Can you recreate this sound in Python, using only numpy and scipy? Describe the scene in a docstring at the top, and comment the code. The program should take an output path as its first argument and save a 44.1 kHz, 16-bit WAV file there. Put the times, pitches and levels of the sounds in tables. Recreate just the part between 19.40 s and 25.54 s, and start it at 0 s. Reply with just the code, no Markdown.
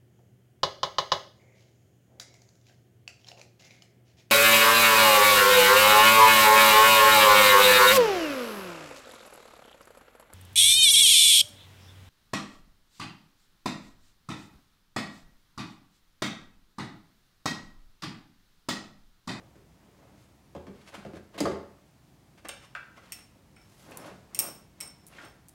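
"""A loose chainsaw chain is worked off its drive on a wooden bench in a small workshop.
First the steel guide bar slides off and is laid down with a few woody bumps and a clatter. Then the chain
drags and clacks over the plastic housing, its links tick and clink, and the steel clutch drum sings when
touched. Hits are a short crack plus ringing modes; drags are swarms of tiny slips. Underneath sit
a rubbing jacket sleeve, a short room tail and faint room tone."""
import sys
import numpy as np
from scipy import signal
from scipy.fft import rfft, irfft, next_fast_len
from scipy.io import wavfile

SR = 44100
rng = np.random.default_rng(int(sys.argv[2]) if len(sys.argv) > 2 else 0)


def digitize_waveform(pressure):
    """Quantize a signal to 16-bit integers and store it at the path in sys.argv[1].

    Rows of a 2-D input are taken as channels; values are limited to [-1, 1].
    """
    field = np.atleast_2d(pressure).T
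    bounded = np.clip(field, -1, 1)
    quanta = np.round(bounded * 32767).astype(np.int16)
    wavfile.write(sys.argv[1], SR, quanta)


N = 270754

# Noise colours of the still room, the cloth and the sliding grit: pitch_hz, density_db
ROOM_TONE_EQ = [(15, -40.5), (25, 2), (145, 1), (242, -13), (317, -6), (516, -42), (677, -13.5),
                (1370, -44.5), (1740, -22.5), (16000, -33)]
CLOTH_EQ = [(40, -41), (100, -1), (190, 2), (450, -9), (900, -11.5), (2500, -23), (7000, -27.5),
            (16000, -43.5)]
GRIT_EQ = [(80, -15.5), (300, 9.5), (700, 4.5), (1400, -1.5), (2500, -4), (4000, -8), (7000, -10.5),
           (12000, -13.5), (16000, -22)]
# Length of the room tail: pitch_hz, t60_s
ROOM_DECAY = [(100, 0.45), (300, 0.48), (1500, 0.53), (5000, 0.44), (9000, .34), (16000, 0.24)]
# The crack of each body, its dense and quickly damped resonances: pitch_hz, density_db
BENCH_EQ = [(40, -26.5), (80, 2), (200, -5.5), (450, -2), (800, -6), (1400, -7), (2500, -12), (5000, -9.5),
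            (16000, -19.5)]
BAR_EQ = [(100, 22.5), (500, 9), (1500, 2), (3300, -3.5), (4000, -2.5), (4850, -4.5), (6000, -7),
          (8500, -5.5), (12000, -9.5), (16000, -12)]
HOUSING_EQ = [(100, -49), (450, 0.5), (800, 0.5), (1400, -4.5), (2500, -1.5), (4000, -9), (7000, -10.5),
              (16000, -21)]
LINK_EQ = [(200, -26), (1500, -6.5), (2200, 10), (3800, -2.5), (5500, -4.5), (7200, 3), (8700, 2),
           (10300, -4), (12000, -1), (14000, -8), (16000, -7.5)]
# The ringing modes of each body: pitch_hz, level_db, t60_s
BENCH_RING = [(81.7, 9, 0.41), (159, 1, 0.16), (176.6, 6, 0.36), (197.7, 13.5, 0.13), (219.6, 0, 0.28),
              (276, 6.5, 0.092), (366.3, 5, 0.22), (397.7, 6, 0.18), (427.5, -2, 0.21), (496, 14.5, 0.045),
              (569.5, 6.5, 0.1), (648, 10, 0.043), (866, 5.5, 0.089), (1000, 7.5, 0.042),
              (1395, -1.5, 0.085)]
BAR_RING = [(675, 13, 0.057), (924, 1, 0.036), (1310, -13, 0.046), (1626, -3, 0.049), (2080, 5, 0.039),
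            (2420, -26, 0.053), (2870, -5, 0.066), (4560, -15, 0.0092), (4840, 12, 0.011),
            (8800, -6, 0.044)]
HOUSING_RING = [(1406, 17.5, 0.028), (1382, 9, 0.06), (1618, 13, 0.018), (1810, 7, 0.016), (2330, 8, 0.033),
                (2520, 4, 0.023), (2920, -6, 0.02)]
DRUM_RING = [(1385, -3, 0.095), (2160, -10, 0.12), (5340, -0.5, 0.08), (5395, -4, 0.29),
             (8520, -6.5, 0.039), (8570, -3.5, 0.067), (11830, -10.5, .09), (15640, -7, .09)]
# Chain modes, scattered from link to link: pitch_hz, scatter_hz, level_db, t60_s
LINK_RING = [(2330, 230, -19, 0.031), (5520, 100, 5, 0.057), (7080, 340, -4, .04), (8695, 130, 10.5, 0.04),
             (8800, 240, -2.5, 0.027), (12040, 150, 7, 0.045), (15650, 90, -3, 0.07)]

# Cue levels are relative within each layer.
# Pulls on the chain and bar: peak_s, half_width_s, level_db, pitch_hz
DRAG_CUES = [(0.005, 0.048, -56.5, 550), (0.186, 0.034, -65.5, 1100), (0.459, 0.056, -64, 600),
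             (0.663, 0.078, -58, 480), (0.816, 0.035, -63, 5000), (1.399, 0.048, -58.5, 2600),
             (1.485, 0.013, -48, 3150), (1.548, 0.012, -42, 1500), (1.765, 0.017, -49.5, 1830),
             (1.956, 0.013, -48, 1300), (2.987, 0.0087, -53, 2470), (3.056, 0.0064, -42.5, 1500),
             (3.241, 0.02, -54.5, 2820), (3.577, 0.011, -52, 2000), (3.696, 0.07, -57, 2400),
             (4.438, 0.14, -59.5, 9000), (4.524, 0.037, -47.5, 704), (4.646, 0.057, -43.5, 900),
             (4.667, 0.0072, -47.5, 4500), (4.934, 0.007, -53.5, 900), (5.046, 0.044, -41, 890),
             (5.446, 0.034, -51.5, 1395), (5.796, 0.055, -50.5, 2200), (5.855, 0.02, -46, 994)]
# Hits on wood, bar, plastic, and link on link: start_s, level_db, pitch_hz, sharpness_q, chatter_s
BENCH_CUES = [(0.156, -52, 294, 0.8, 0.011), (1.150, -40, 514, 0.88, 0.0031),
              (1.163, -40, 255, 0.48, 0.006), (1.268, -46.5, 450, 0.71, 0.0087),
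              (1.280, -39, 194, 3.7, 0.0022), (1.579, -43.5, 203, 4.9, .008), (1.650, -41, 543, 1.4, .008),
              (1.661, -40, 240, 1.2, 0.005), (1.734, -41.5, 296, 1.2, 0.009), (1.768, -48, 256, 0.66, .005),
              (1.950, -45, 380, 1, 0.014), (1.990, -42, 232, 0.77, .003), (2.004, -30, 690, 0.97, 0.0032),
              (2.008, -25.5, 290, 6, 0.0035), (2.038, -33, 137, 1.4, 0.0055),
              (2.056, -26.5, 427, 1.7, 0.0024), (2.069, -34, 600, 0.91, 0.0017),
              (2.082, -37, 150, 0.74, 0.0012), (2.102, -39.5, 200, 0.46, 0.00092),
              (2.116, -35, 330, 1.7, .001), (2.141, -50, 420, .9, .002), (3.055, -53, 250, 0.74, 0.0058),
              (3.957, -56, 208, 3, 0.0044), (4.678, -45.5, 400, .6, 0.015), (4.712, -51, 220, 1.5, .006)]
BAR_CUES = [(1.540, -41, 1830, 0.55, 0.043), (1.978, -38, 1310, 0.5, .002),
            (1.980, -35.5, 3180, 0.61, 0.027), (2.004, -31, 5100, 1.23, 0.0031),
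            (2.052, -30, 1220, 3.9, 0.006), (2.075, -42.5, 1080, 1.3, 0.0049),
            (2.111, -44.5, 1400, 1.5, 0.0045), (2.140, -49, 1200, 1.7, 0.02), (2.193, -50, 800, 1.3, .008),
            (2.232, -57, 1100, 2, 0.0075)]
HOUSING_CUES = [(3.052, -48.5, 1000, 0.53, 0.007), (3.090, -42, 3000, 0.37, 0.0029),
                (3.093, -51.5, 540, 4.7, 0.0029), (3.3505, -39.5, 1550, 3.9, .001),
                (3.361, -48.5, 1450, 1.8, .001), (3.578, -56, 1360, 3.3, 0.0044),
                (3.786, -60.5, 2540, 0.45, 0.0029), (4.164, -60.5, 2150, 3.7, 0.0065),
                (4.519, -54.5, 2400, 0.37, 0.0022), (5.734, -61, 2700, 2.3, .003),
                (5.765, -58.5, 2400, .6, 0.0045), (5.784, -48.5, 1650, 3.9, 0.012)]
CLINK_CUES = [(3.7209, -36, 6000, 0.41, 0.0011), (3.722, -48, 12300, 2.5, 0.0012),
              (4.947, -34, 7800, 0.7, 0.00018), (4.951, -42, 7000, 0.56, 0.00027),
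              (4.962, -57, 7000, 0.35, 0.0042), (4.9903, -20, 11550, 0.96, 0.0006),
              (4.9947, -29, 8600, 0.71, 0.00033), (5.001, -33, 8780, 3.4, 0.00034),
              (5.404, -40, 8350, 0.21, 0.0018), (5.409, -39.5, 6200, 0.46, 0.00015)]
# The chain touches the clutch drum: start_s, level_db, pitch_hz, sharpness_q
DRUM_CUES = [(3.087, -40.5, 8460, 6), (3.224, -63, 7200, 2), (3.724, -44.5, 5960, 0.92),
             (4.163, -60.5, 7040, 1.2), (4.216, -61.5, 5400, 2.5), (4.600, -56, 7500, 1),
             (4.99, -30.5, 11800, 2.5), (5.409, -36.5, 7600, 2), (5.436, -44, 5500, 1.5),
             (5.848, -53.5, 10200, 4)]
# A link snaps straight and its neighbours settle: start_s, peak_db, length_s
TICK_CUES = [(3.086, -27, .004), (3.090, -45, .006), (4.512, -40, .004), (4.573, -21, .008),
             (5.667, -34.5, .02), (6.085, -35.5, .01)]

T = np.arange(N) / SR
HIT_T = T[:SR // 2]
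HIT_GAIN = np.sqrt(SR / 100)   # the energy of 10 ms at rms 1


def from_db(db):
    """Decibels to gain."""
    return 10 ** (np.asarray(db) / 20)


def unit(x):
    """Scale to an energy of one."""
    return x / np.sqrt(np.sum(x ** 2) + 1e-20)


def at_hz(points, hz):
    """Read a curve on a log-frequency axis."""
    known_hz, values = np.transpose(points)
    return np.interp(np.log(np.maximum(hz, 1)), np.log(known_hz), values)


def noise(eq, size):
    """Coloured noise, rms 1."""
    padded = next_fast_len(size)
    gain = from_db(at_hz(eq, np.fft.rfftfreq(padded, 1 / SR)))
    coloured = irfft(rfft(rng.standard_normal(padded)) * gain, padded)
    return unit(coloured[:size]) * np.sqrt(size)


def focus(x, hz, q):
    """Focus the tone with one broad resonance."""
    centre = min(hz, SR / 3)
    return signal.lfilter(*signal.iirpeak(centre, max(q, 3 * centre / SR), fs=SR), x)


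def add(track, start_s, sound):
    """Mix a sound in on its cue."""
    start = max(round(start_s * SR), 0)
    track[start:start + len(sound)] += sound[:max(N - start, 0)]


def swell(t, half_width_s):
    """A pull gathers and fades evenly around its peak."""
    return np.exp(-(t / half_width_s) ** 2 / 2)


def slips(per_s, spread_db, size):
    """Tiny contacts at random moments, of uneven strength."""
    clicks = (rng.random(size) < per_s / SR) * rng.choice([-1, 1], size)
    return clicks * from_db(spread_db * np.minimum(rng.exponential(1, size), 4))


def crackle(force, eq, t60):
    """Each contact feeds a body's dense resonances, which lose the energy fast."""
    kept_per_sample = from_db(-60 / (t60 * SR)) ** 2
    energy = signal.lfilter([1], [1, -kept_per_sample], force ** 2 + 1e-18)
    return noise(eq, len(force)) * np.sqrt(energy)


def mode_rings(modes, detune):
    """One dying sine per mode, nudged in pitch by the load of whatever touches the body."""
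    mode_hz, mode_db, t60 = np.transpose(modes)[:, :, None]
    loaded_hz = mode_hz * (1 + detune * rng.standard_normal(mode_hz.shape))
    return np.sin(2 * np.pi * loaded_hz * HIT_T) * from_db(mode_db - 60 * HIT_T / t60)


def hits(cues, modes, crack_eq, crack_t60, chatter_db, ring_db, clean_db, in_step=False):
    """A click and tiny rebounds give a short crack, and a ring that swells while the rebounds last."""
    out = np.zeros(N)
    for start_s, level_db, pitch_hz, q, chatter_s in cues:
        contact = np.exp(-HIT_T / max(chatter_s, 1 / SR))
        force = from_db(chatter_db) * unit(rng.standard_normal(len(HIT_T)) ** 3 * contact)
        force[0] = 1
        crack = crackle(force, crack_eq, crack_t60)
        strengths = from_db(rng.standard_normal(len(modes)))
        strengths *= 1 if in_step else rng.choice([-1, 1], len(modes))
        ring = (strengths @ mode_rings(modes, detune=0.003)) * (1 - contact ** 2)
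        # a clean hit rings more (clean_db per doubling of Q); a glancing one mostly cracks
        ring_gain = from_db(ring_db + clean_db * np.log2(q))
        sound = unit(focus(crack, pitch_hz, q)) + ring_gain * unit(focus(ring, pitch_hz, q))
        add(out, start_s, from_db(level_db) * unit(sound) * HIT_GAIN)
    return out


def room_tone(level_db):
    """The still room: a faint, steady bed of low noise."""
    return from_db(level_db) * noise(ROOM_TONE_EQ, N)


def workshop_reverb(send, build_s):
    """Cluttered walls scatter the sound into a short tail whose treble dies first."""
    t, tail = T[:SR * 3 // 4], 0
    white = rng.standard_normal((2, len(t)))
    edges_hz = np.geomspace(40, 18000, 15)
    for k, (low, high) in enumerate(zip(edges_hz, edges_hz[1:])):
        band = signal.sosfilt(signal.butter(2, [low, high], "band", fs=SR, output="sos"), white[k % 2])
        tail = tail + band * from_db(-60 * t / at_hz(ROOM_DECAY, np.sqrt(low * high)))
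    fade_in = 1 - np.exp(-t / build_s)
    return signal.fftconvolve(send, unit(tail * fade_in))[:N]


def sleeve_rub(rest_db, pull_db, folds_per_s, fold_hz, uneven_db):
    """Heavy cloth rubs louder with each long pull; its folds flap in the lows under a smooth hiss."""
    full_pull_s, stretch = 0.064, 2.42   # short drags move the arm less; its swing outlasts the slide
    folds = np.interp(T * folds_per_s, np.arange(SR), rng.standard_normal(SR))
    effort = np.zeros(N)
    for peak_s, half_width_s, level_db, _ in DRAG_CUES:
        reach = from_db(level_db) * min(half_width_s / full_pull_s, 1)
        effort = np.hypot(effort, reach * swell(T - peak_s, stretch * half_width_s))
    level = np.hypot(from_db(rest_db), from_db(pull_db) * effort)
    rub = noise(CLOTH_EQ, N)
    rumble = signal.sosfiltfilt(signal.butter(2, fold_hz, fs=SR, output="sos"), rub)
    hiss = rub - rumble
    return level * (hiss + from_db(uneven_db * folds) * rumble)


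def drags(slips_per_s, spread_db, q, slip_t60):
    """Sliding steel is a gritty swarm of slips that swells and fades with each pull."""
    out, t = np.zeros(N), T[:SR] - 0.5
    for peak_s, half_width_s, level_db, pitch_hz in DRAG_CUES:
        grit = crackle(slips(slips_per_s, spread_db, SR), GRIT_EQ, slip_t60)
        scrape = unit(focus(grit, pitch_hz, q)) * np.sqrt(SR)
        pull = from_db(level_db) * scrape * swell(t, half_width_s)
        add(out, peak_s - 0.5, pull[t + peak_s >= 0])
    return out


def bench_knocks():
    """The wooden bench answers each bump with a low, ringing thud."""
    return hits(BENCH_CUES, BENCH_RING, BENCH_EQ, crack_t60=0.04, chatter_db=-9.5, ring_db=4, clean_db=0.5)


def bar_clatter():
    """The steel guide bar rebounds as it is laid down: mostly chatter, a little ring."""
    return hits(BAR_CUES, BAR_RING, BAR_EQ, crack_t60=0.03, chatter_db=12, ring_db=-10, clean_db=2.5)


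def housing_clacks():
    """The plastic housing damps each hit to a dry clack."""
    return hits(HOUSING_CUES, HOUSING_RING, HOUSING_EQ,
                crack_t60=0.024, chatter_db=11, ring_db=-10.5, clean_db=5)


def drum_tings(touches_per_s, touches_db, swing_t60):
    """The swinging chain hits the clutch drum and keeps brushing it: thin tones flutter as they die."""
    out = np.zeros(N)
    for start_s, level_db, pitch_hz, q in DRUM_CUES:
        touches = slips(touches_per_s, spread_db=5.5, size=len(HIT_T)) * from_db(-60 * HIT_T / swing_t60)
        force = from_db(touches_db) * unit(touches)
        force[0] = 1
        tone = signal.fftconvolve(force, mode_rings(DRUM_RING, detune=0.0012).sum(axis=0))
        add(out, start_s, from_db(level_db) * unit(focus(tone, pitch_hz, q)) * HIT_GAIN)
    return out


def link_runs(gap_s, jitter, settle_db):
    """One link snaps straight and its neighbours follow softly, a little unevenly: start_s, peak_db."""
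    ticks = []
    for start_s, peak_db, length_s in TICK_CUES:
        lags = gap_s * np.cumsum(1 + jitter * rng.standard_normal(10))
        ticks += [(start_s, peak_db)] + [(start_s + lag, settle_db) for lag in lags[lags < length_s]]
    return ticks


def link_ticks(pitch_hz, q, t60, rattle_db):
    """A link hits its rivet: one sharp spike and a brief rattle."""
    out = np.zeros(N)
    for start_s, peak_db in link_runs(gap_s=0.0044, jitter=0.19, settle_db=-41):
        rattle = rng.standard_normal(len(HIT_T)) * from_db(-60 * HIT_T / t60)
        force = from_db(rattle_db) * unit(rattle)
        force[0] += 1
        tick = focus(focus(force, pitch_hz, q), pitch_hz, q)
        add(out, start_s, from_db(peak_db) * tick / np.abs(tick).max())
    return out


def chain_clinks(links):
    """Near-equal links clash, ring in step, then drift apart: a hard chink and an ever-new shimmer."""
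    out = np.zeros(N)
    for cue in CLINK_CUES:
        clusters = [(hz + scatter_hz * rng.standard_normal(), db, t60)
                    for hz, scatter_hz, db, t60 in LINK_RING for _ in range(links)]
        out += hits([cue], clusters, LINK_EQ,
                    crack_t60=0.061, chatter_db=-12.5, ring_db=9, clean_db=6, in_step=True)
    return out


def scene():
    """Hits and drags, each with its own reverb send, over a bed of cloth and room tone."""
    bench = from_db(1) * bench_knocks()
    bar = from_db(-1.5) * bar_clatter()
    housing = from_db(3.5) * housing_clacks()
    chain = from_db(-1) * chain_clinks(links=7)
    drum = drum_tings(touches_per_s=800, touches_db=-1.5, swing_t60=0.37)
    ticks = link_ticks(pitch_hz=9600, q=1.2, t60=0.0086, rattle_db=4)
    sliding = from_db(-3.5) * drags(slips_per_s=1400, spread_db=3.5, q=0.5, slip_t60=0.043)
    direct = bench + bar + housing + chain + drum + ticks + sliding
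    send = (from_db(-2) * bench + from_db(-4) * bar + from_db(-2) * housing + from_db(-5) * chain
            + from_db(-13) * drum + from_db(-9.5) * ticks + from_db(-7) * sliding)
    sleeve = sleeve_rub(rest_db=-63, pull_db=-8.5, folds_per_s=30, fold_hz=450, uneven_db=1)
    bed = sleeve + room_tone(level_db=-61.5)
    return (direct + workshop_reverb(send, build_s=0.00041) + bed)[None]


def record(dry):
    """The microphone loses the deepest bass; the top is cut steeply."""
    low_cut = signal.butter(6, 43, "high", fs=SR, output="sos")
    high_cut = signal.ellip(10, 0.1, 80, 16000, fs=SR, output="sos")
    return signal.sosfilt(high_cut, signal.sosfilt(low_cut, dry))


dry = scene()
out = record(dry)
digitize_waveform(out)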